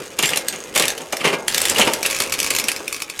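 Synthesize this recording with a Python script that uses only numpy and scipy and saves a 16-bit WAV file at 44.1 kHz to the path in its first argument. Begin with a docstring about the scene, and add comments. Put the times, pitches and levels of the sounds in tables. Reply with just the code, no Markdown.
"""A low rumble and a faint patter, then sharp steel snaps: a bicycle is pedalled by hand on a repair
stand in a small workshop while the rear gears are shifted. The chain snaps over the sprocket teeth,
drops onto new cogs with clanks that shake the frame, then ticks against the next cog. Each impact is
a short noise burst shaped by the resonances of the struck parts, and sets the cogs ringing.
Underneath, the rollers patter, loose links rattle and the wheel rumbles."""
import sys
import numpy as np
from scipy import signal
from scipy.fft import rfft, irfft
from scipy.io import wavfile
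from scipy.ndimage import uniform_filter1d

SR = 44100
rng = np.random.default_rng(int(sys.argv[2]) if len(sys.argv) > 2 else 0)


def file_out(sig):
    """Save sig as 16-bit WAV at sys.argv[1]."""
    # one column per channel
    cols = np.atleast_2d(sig).T
    # limit, then scale
    lim = np.clip(cols, -1, 1)
    pcm = np.round(lim * 32767).astype(np.int16)
    wavfile.write(sys.argv[1], SR, pcm)


N = 141120
TIME = np.arange(N) / SR
CUTOFF_HZ = 16000


def from_db(db):
    """Amplitude ratio of a level in decibels."""
    return 10 ** (np.asarray(db) / 20)


def rms_one(x):
    """Normalisation to unit rms."""
    return x / np.sqrt(np.mean(x ** 2) + 1e-20)


def envelope(curve):
    """Gain over time, interpolated between (t/s, level/dB) points."""
    return from_db(np.interp(TIME, *np.transpose(curve)))


def fluctuation(samples):
    """Low-pass noise of unit rms: a moving average of white noise."""
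    return rms_one(uniform_filter1d(rng.standard_normal(N), size=samples))


def at_hz(points, hz, axis=1):
    """Interpolation of a table column over log frequency."""
    table = np.array(points)
    return np.interp(np.log(hz + 1e-3), np.log(table[:, 0]), table[:, axis])


def colour(x, spectrum):
    """Minimum-phase filtering at unit power gain; folding the cepstrum makes it causal."""
    size = 2 * N
    gain = rms_one(from_db(at_hz(spectrum, np.arange(N + 1) * SR / size)))
    cepstrum = irfft(np.log(gain))
    cepstrum[1:N] *= 2
    cepstrum[N + 1:] = 0
    return irfft(rfft(x, size) * np.exp(rfft(cepstrum)))[:N]


def resonate(x, modes):
    """Modal superposition: damped two-pole resonators driven by x, summed with alternating signs."""
    out = 0
    for k, (hz, db, t60) in enumerate(modes):
        radius, angle = from_db(-60 / (t60 * SR)), 2 * np.pi * hz / SR
        feedback = [1, -2 * radius * np.cos(angle), radius ** 2]
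        out += (-1) ** k * from_db(db) * signal.lfilter([0, np.sin(angle)], feedback, x + 1e-18)
    return out


def driven_mode(s, db, hz, rise_ms, decay_ms):
    """Forced, then free vibration: a mode builds up under the chain's chatter until s, then decays."""
    ms = (TIME - s) * 1000
    shape = np.exp(np.maximum(np.minimum(ms / rise_ms, -ms / decay_ms), -20))
    return from_db(db) * shape * np.sin(2 * np.pi * hz * (TIME - s))


def contact(s, db, rise_ms, decay_ms):
    """Impact noise: dense steel chatter that grows exponentially until s, then decays."""
    ms = (TIME - s) * 1000
    near = (ms > -6 * rise_ms) & (ms < 8 * decay_ms)
    shape = np.exp(np.minimum(ms[near] / rise_ms, -ms[near] / decay_ms))
    chatter = rng.standard_normal(N)[near] * shape
    out = np.zeros(N)
    out[near] = from_db(db) * rms_one(chatter) * np.sqrt(np.mean(shape ** 2))
    return out


SLIDE_LEAD_S, LINK_BANDWIDTH_HZ = 0.000857, 710
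def link_click(s, db, decay_ms, hz):
    """Damped resonance: a faint slide on the tooth, then a hard hit, excite a link's broad mode."""
    hit = contact(s + SLIDE_LEAD_S, db, rise_ms=0.26, decay_ms=max(decay_ms, 0.5))
    hit += contact(s, db - 12.5, rise_ms=1.45, decay_ms=1.45)  # the slide
    hz = min(hz, CUTOFF_HZ)
    link_mode = signal.iirpeak(hz, hz / LINK_BANDWIDTH_HZ, fs=SR)
    return hit + from_db(-0.5) * signal.lfilter(*link_mode, hit + 1e-18)


# reverberation of the workshop: f/Hz, T60/s, level/dB
ROOM_DECAY = [(153, 0.82, -9.5), (487, 0.96, 0), (2100, 0.23, -8.5), (5430, 0.11, -2.5), (9100, 0.11, -7.5),
              (15000, 0.083, -5.5)]
def workshop(x, gap_s=0.0013, build_s=0.0007):
    """Diffuse reverberation: the reflections decay exponentially in each band, faster in the treble."""
    t = TIME[:SR // 2]
    edges = np.geomspace(80, 18000, 12)
    white, tail = rng.standard_normal((2, len(t))), 0
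    build = 1 - np.exp(-np.maximum(t - gap_s, 0) / build_s)
    for k, band in enumerate(zip(edges, edges[1:])):
        hz = np.sqrt(band[0] * band[1])
        fade = build * from_db(-60 * t / at_hz(ROOM_DECAY, hz))
        noise = signal.sosfilt(signal.butter(2, band, "band", fs=SR, output="sos"), white[k % 2])
        tail += from_db(at_hz(ROOM_DECAY, hz, axis=2)) * noise * fade / np.sqrt(np.sum(fade ** 2))
    return signal.fftconvolve(x, tail)[:N]


# envelope of the running wheel and drive: t/s, level/dB
RUMBLE_LEVEL = [(0, -31), (0.06, -40), (0.35, -41), (0.7, -37), (1.1, -44.5), (1.42, -43.5), (1.85, -31),
                (2.0, -39.5), (2.55, -36), (2.9, -41), (3.2, -47)]
# their spectrum: f/Hz, level/dB
RUMBLE_SPECTRUM = [(20, -21), (35, -15.5), (60, -5.5), (100, -6), (170, -3.5), (300, 2.5), (500, 5),
                   (750, -9), (1200, -5.5), (2500, -16), (6000, -31), (15000, -61)]
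def wheel_rumble(flutter_db=0.7):
    """Amplitude-modulated noise: the wheel and drive run with a low, uneven rumble."""
    flutter = from_db(flutter_db * fluctuation(2000))
    return envelope(RUMBLE_LEVEL) * flutter * colour(rng.standard_normal(N), RUMBLE_SPECTRUM)


# modes of a roller seating on a tooth: f/Hz, level/dB, T60/s
SEATING_MODES = [(6560, 2.5, 0.0053), (7100, -7, 0.007), (8270, -0.5, 0.0032)]
# single rollers that seat hard: t/s, level/dB
HARD_SEATINGS = [(0.5263, -18), (0.561, -19.5), (0.6041, -21.5), (0.6392, -21.5), (1.0183, -22.5)]
def rollers(count=170, per_s=49, mean_db=-36, spread_db=4.5):
    """Impulse excitation: the rollers seat in an uneven train, each with a faint high tick."""
    jitter, strength = np.clip(rng.standard_normal((count, 2)), -2, 2).T
    beats = (np.arange(count) + 0.3 * jitter) / per_s
    inside = (beats > 0) & (beats < TIME[-1])
    train = np.zeros(N)
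    train[(beats[inside] * SR).astype(int)] = from_db(mean_db + spread_db * strength[inside])
    for s, db in HARD_SEATINGS:
        train[int(s * SR)] = from_db(db)
    return resonate(train, SEATING_MODES)


# envelope of the chain's continuous rattle: t/s, level/dB
RATTLE_LEVEL = [(0, -37.5), (0.15, -44.5), (0.26, -27.5), (0.44, -38.5), (0.72, -43.5), (0.79, -22),
                (0.96, -37), (1.1, -43.5), (1.28, -40), (1.47, -45), (1.49, -31), (1.6, -24.5),
                (1.83, -24.5), (1.99, -36), (2.12, -29.5), (2.62, -34), (2.82, -39), (3.2, -42)]
# its spectrum: f/Hz, level/dB
RATTLE_SPECTRUM = [(150, -5.5), (900, -3.5), (1700, 0), (2700, 3), (4300, -4.5), (7000, -3), (10000, -7),
                   (13500, -12.5), (16000, -23)]
def link_rattle(per_s=350, spread_db=1.5, decay_ms=1.57):
    """Incoherent summation: loose links jostle in tiny random scrapes whose powers add."""
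    sizes = from_db(spread_db * np.minimum(rng.exponential(1, N), 4))
    touches = sizes ** 2 * (rng.random(N) < per_s / SR)
    retained = np.exp(-2000 / (decay_ms * SR))  # power decays twice as fast as amplitude
    power = signal.lfilter([1], [1, -retained], touches + 1e-18)
    scrapes = np.sqrt(power) * rng.standard_normal(N)
    return envelope(RATTLE_LEVEL) * rms_one(colour(scrapes, RATTLE_SPECTRUM))


# modes of the sprocket cluster: f/Hz, level/dB, T60/s
SPROCKET_MODES = [(544.3, -55, 0.88), (1632, -51, 0.41), (2120, -60, 0.59), (2520, -63, 0.25),
                  (5560, -57, .3)]
def sprocket_ring(chain):
    """Resonance: the lightly damped cogs ring on after the chain's contacts."""
    return resonate(chain, SPROCKET_MODES)


# envelope of a struck steel part: t/s, rise/ms, decay/ms
STEEL_ENVELOPE = (0.272, 16, 12)
# its modes: f/Hz, level/dB
STEEL_PARTIALS = [(4790, -29), (7390, -19), (10400, -31), (11850, -33)]
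def steel_ring():
    """Inharmonic modes: a thin, high ring follows the opening clanks."""
    s, rise, decay = STEEL_ENVELOPE
    return sum(driven_mode(s, db, hz, rise, decay) for hz, db in STEEL_PARTIALS)


# brief pitched chain sounds: t/s, f/Hz, level/dB, Gaussian width/s
CHAIN_TONES = [(0.338, 2910, -20, 0.0052), (1.763, 2900, -14, 0.0031), (2.056, 2700, -13.5, 0.0026),
               (2.881, 2490, -17.5, 0.0018)]
def chain_tones(waver_hz=68):
    """Frequency-modulated tone bursts: three link squeaks, then one short cog ping."""
    out = 0
    for s, hz, db, width in CHAIN_TONES:
        phase = 2 * np.pi * np.cumsum(hz + waver_hz * fluctuation(60)) / SR
        swell = np.exp(-0.5 * ((TIME - s) / width) ** 2)
        out += from_db(db) * swell * np.sin(phase)
    return out


# side plates touching the neighbouring cog: t/s, relative level/dB
PLATE_TICKS = [(2.0287, -6), (2.0996, -10.5), (2.1089, -8), (2.1275, -12.5), (2.147, -11), (2.1637, -10),
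               (2.1868, -13.5), (2.2202, -7.5), (2.2369, -12.5), (2.2957, -16.5), (2.3226, -4.5),
               (2.3381, -8.5), (2.389, -7.5), (2.4286, -7), (2.444, -7), (2.463, -8.5), (2.4725, -10),
               (2.5037, -3), (2.5068, -7), (2.5366, -13), (2.5493, -4.5), (2.563, -4.5), (2.5974, -4.5),
               (2.6394, -10.5), (2.6837, -1), (2.716, -8), (2.7623, -12.5), (2.926, -8.5), (2.9442, -14.5),
               (2.963, -17.5), (3.0015, -18.5), (3.02, -8), (3.098, -14), (3.1914, -9.5)]
# their spectrum: f/Hz, level/dB
TICK_SPECTRUM = [(150, -14), (700, -13.5), (1100, -3), (1900, -9.5), (2400, -5), (3100, -4), (4500, -3),
                 (6300, -5), (9500, -4), (13500, -11), (16000, -28)]
def plate_ticks(typical_decay_ms=2.94, typical_hz=7080, gain_db=-7.5):
    """Light impacts: each plate meets the cog with its own decay time and resonant frequency."""
    variation = 2 ** rng.uniform(-0.35, 0.51, (len(PLATE_TICKS), 2))
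    clicks = sum(link_click(s, db, typical_decay_ms * longer, typical_hz * higher)
                 for (s, db), (longer, higher) in zip(PLATE_TICKS, variation))
    return from_db(gain_db) * colour(clicks, TICK_SPECTRUM)


# modes of the rubbed cog: f/Hz, level/dB, T60/s
PING_MODES = [(2260, -12.5, 0.017), (2557, -12.5, 0.017), (2730, -20, 0.013)]
def cog_pings(grazes_per_s=30, graze_db=7, strength_exponent=0.63):
    """Impulse response: each tick, and light grazes from the first tick on, ping the cog's modes."""
    s, db = np.transpose(PLATE_TICKS)
    grazed = (rng.random(N) < grazes_per_s / SR) & (TIME > s[0])
    strikes = grazed * from_db(graze_db) * envelope(RATTLE_LEVEL)
    strikes[((s + SLIDE_LEAD_S) * SR).astype(int)] = from_db(db)
    return resonate(strikes ** strength_exponent, PING_MODES)


# pitched knocks of the frame: t/s, level/dB, f/Hz, decay/ms
FRAME_KNOCKS = [(0.236, -25.5, 148, 21), (1.26, -16, 407, 29), (1.337, -16, 415, 11), (1.801, -12, 215, 11),
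                (1.836, -18.5, 398, 10), (1.876, -14, 935, 12), (2.645, -29, 224, 8.2)]
def frame_knocks(rise_ms=4):
    """Selective excitation: a hard drop of the chain singles out one mode of the frame."""
    return sum(driven_mode(s, db, hz, rise_ms, decay) for s, db, hz, decay in FRAME_KNOCKS)


# the chain seating on a cog: t/s, clank level/dB, thud level/dB, rise/ms, decay/ms
DROPS = [(0.193, -17.5, -19.5, 3.4, 11), (0.234, -8.5, -21.5, 3.6, 11.4), (0.313, -27, -22.5, 4.5, 24),
         (0.335, -10, -27, 1.8, 2.8), (0.374, -19, -25, 6.3, 4.1), (0.53, -26.5, -32, 1.8, 21.5),
         (0.764, -11, -14.5, 5, 6.5), (0.802, -19, -17.5, 3.6, 12.4), (0.839, -15, -24.5, 9.1, 7),
         (1.005, -38, -30, 4.6, 23), (1.132, -24.5, -18, 2.8, 7.7), (1.215, -23.5, -24.5, 9.3, 5.5),
         (1.252, -12.5, -14, 8.2, 16.5), (1.279, -18, -22, 9.7, 21), (1.337, -17.5, -18.5, 7.5, 9.3),
         (1.72, -27, -23.5, 9.8, 9.6), (1.761, -19, -25.5, 1.7, 28), (1.797, -39, -13.5, 12.4, 11.6),
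         (1.817, -9.5, -24, 12, 8.7), (1.875, -15, -14.5, 3.2, 13.7), (1.936, -22, -43, 2.3, 6.7),
         (2.051, -15.5, -23.5, 3, 9.2), (2.204, -20.5, -19, 1.5, 11.4), (2.511, -21, -25, 1.9, 9.9),
         (2.690, -12.5, -23.5, 1.8, 4.3), (2.807, -74, -28, 3.8, 7.5)]
# spectra of the cogs' clank and the frame's thud: f/Hz, level/dB
CLANK_SPECTRUM = [(200, -38), (900, -16), (1500, -12.5), (2100, 1.5), (2900, 0), (3900, -9), (6000, -15),
                  (9500, -15.5), (13500, -27), (16000, -39)]
THUD_SPECTRUM = [(30, -33), (100, -15.5), (155, -4.5), (215, -0.5), (300, -4.5), (405, 0), (560, -1),
                 (720, -4), (930, -2), (1500, -7), (3000, -39), (12000, -47)]
def chain_drops(clatter_db=3):
    """Structure-borne sound: each drop clanks in the cogs, link by link, and thuds through the frame."""
    clank = sum(contact(s, db, rise, decay) for s, db, _, rise, decay in DROPS)
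    thud = sum(contact(s, db, rise, decay) for s, _, db, rise, decay in DROPS)
    clatter = rms_one(from_db(clatter_db * np.clip(fluctuation(80), -2, 2)))
    return colour(clank * clatter, CLANK_SPECTRUM), colour(thud, THUD_SPECTRUM)


# links leaving the tooth tips: t/s, relative level/dB, decay/ms, link resonance f/Hz
LINK_SNAPS = [(0.1888, -4.5, 2, 6800), (0.2263, -4.5, 1.6, 8800), (0.2564, -8.5, 2.9, 7350),
              (0.2904, -9.5, 3.4, 9800), (0.303, -14.5, 2.7, 9300), (0.359, -11, 3.7, 10100),
              (0.3725, -2.5, 2.1, 10100), (0.4838, -1.5, 1, 8400), (0.75, -14.5, 5.6, 6840),
              (0.7594, -5.5, 3, 8500), (0.7758, -3.5, 3.5, 9900), (0.7967, -2, 2.3, 8700),
              (0.8229, -5.5, 2.3, 2500), (0.854, -10, 2.6, 2960), (0.8806, -4.5, 2.7, 11100),
              (0.9025, -9.5, 1.8, 5900), (0.9778, -18, 2.1, 3020), (1.1249, -12, 4, 6400),
              (1.168, -13, 2.9, 5500), (1.481, 0, 1.6, 9500), (1.5455, -0.5, 1.34, 6000),
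              (1.5793, -1, 1.7, 7700), (1.6167, -1, 1.4, 7900), (1.6536, -1, 1.34, 3400),
              (1.6841, -7, 0.55, 7940), (1.6979, 2.5, 0.47, 7550), (1.7827, -7, 5, 8540),
              (1.7964, -6.5, 4.9, 6640), (1.935, -5, 2.7, 11900), (2.061, -5, 3.7, 10100),
              (2.2017, -3.5, 2.9, 1410), (2.4013, -1.5, 1, 6460), (2.5851, -4.5, 2.8, 3670),
              (2.8791, -11.5, 1.7, 2500)]
# their spectrum: f/Hz, level/dB
SNAP_SPECTRUM = [(150, -20.5), (600, -2), (1300, -11.5), (1800, 2.5), (2400, -2), (3400, 2.5), (4800, -2.5),
                 (8200, 0), (10500, -3), (13500, -6.5), (16000, -28)]
def chain_snaps(gain_db=-4.5):
    """Transient excitation: links snap off the teeth so briefly that the sound is broadband."""
    clicks = sum(link_click(*snap) for snap in LINK_SNAPS)
    return from_db(gain_db) * colour(clicks, SNAP_SPECTRUM)


def scene():
    """Superposition: chain contacts, each group with its own reflections, plus ringing and rumble."""
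    parts = [chain_snaps(), plate_ticks() + cog_pings(), *chain_drops(), rollers() + link_rattle()]
    chain = sum(parts)
    reflections = sum(workshop(part) for part in parts)
    tones = sprocket_ring(chain) + chain_tones() + frame_knocks() + steel_ring()
    return (chain + tones + reflections + wheel_rumble())[None]


def record(dry, ceiling=1.28):
    """Soft saturation rounds the loudest peaks; a steep low-pass filter cuts the top."""
    rounded = ceiling * np.tanh(dry / ceiling)
    low_pass = signal.ellip(10, 0.2, 80, CUTOFF_HZ, fs=SR, output="sos")
    return signal.sosfilt(low_pass, rounded, axis=-1)


dry = scene()
out = record(dry)
file_out(out)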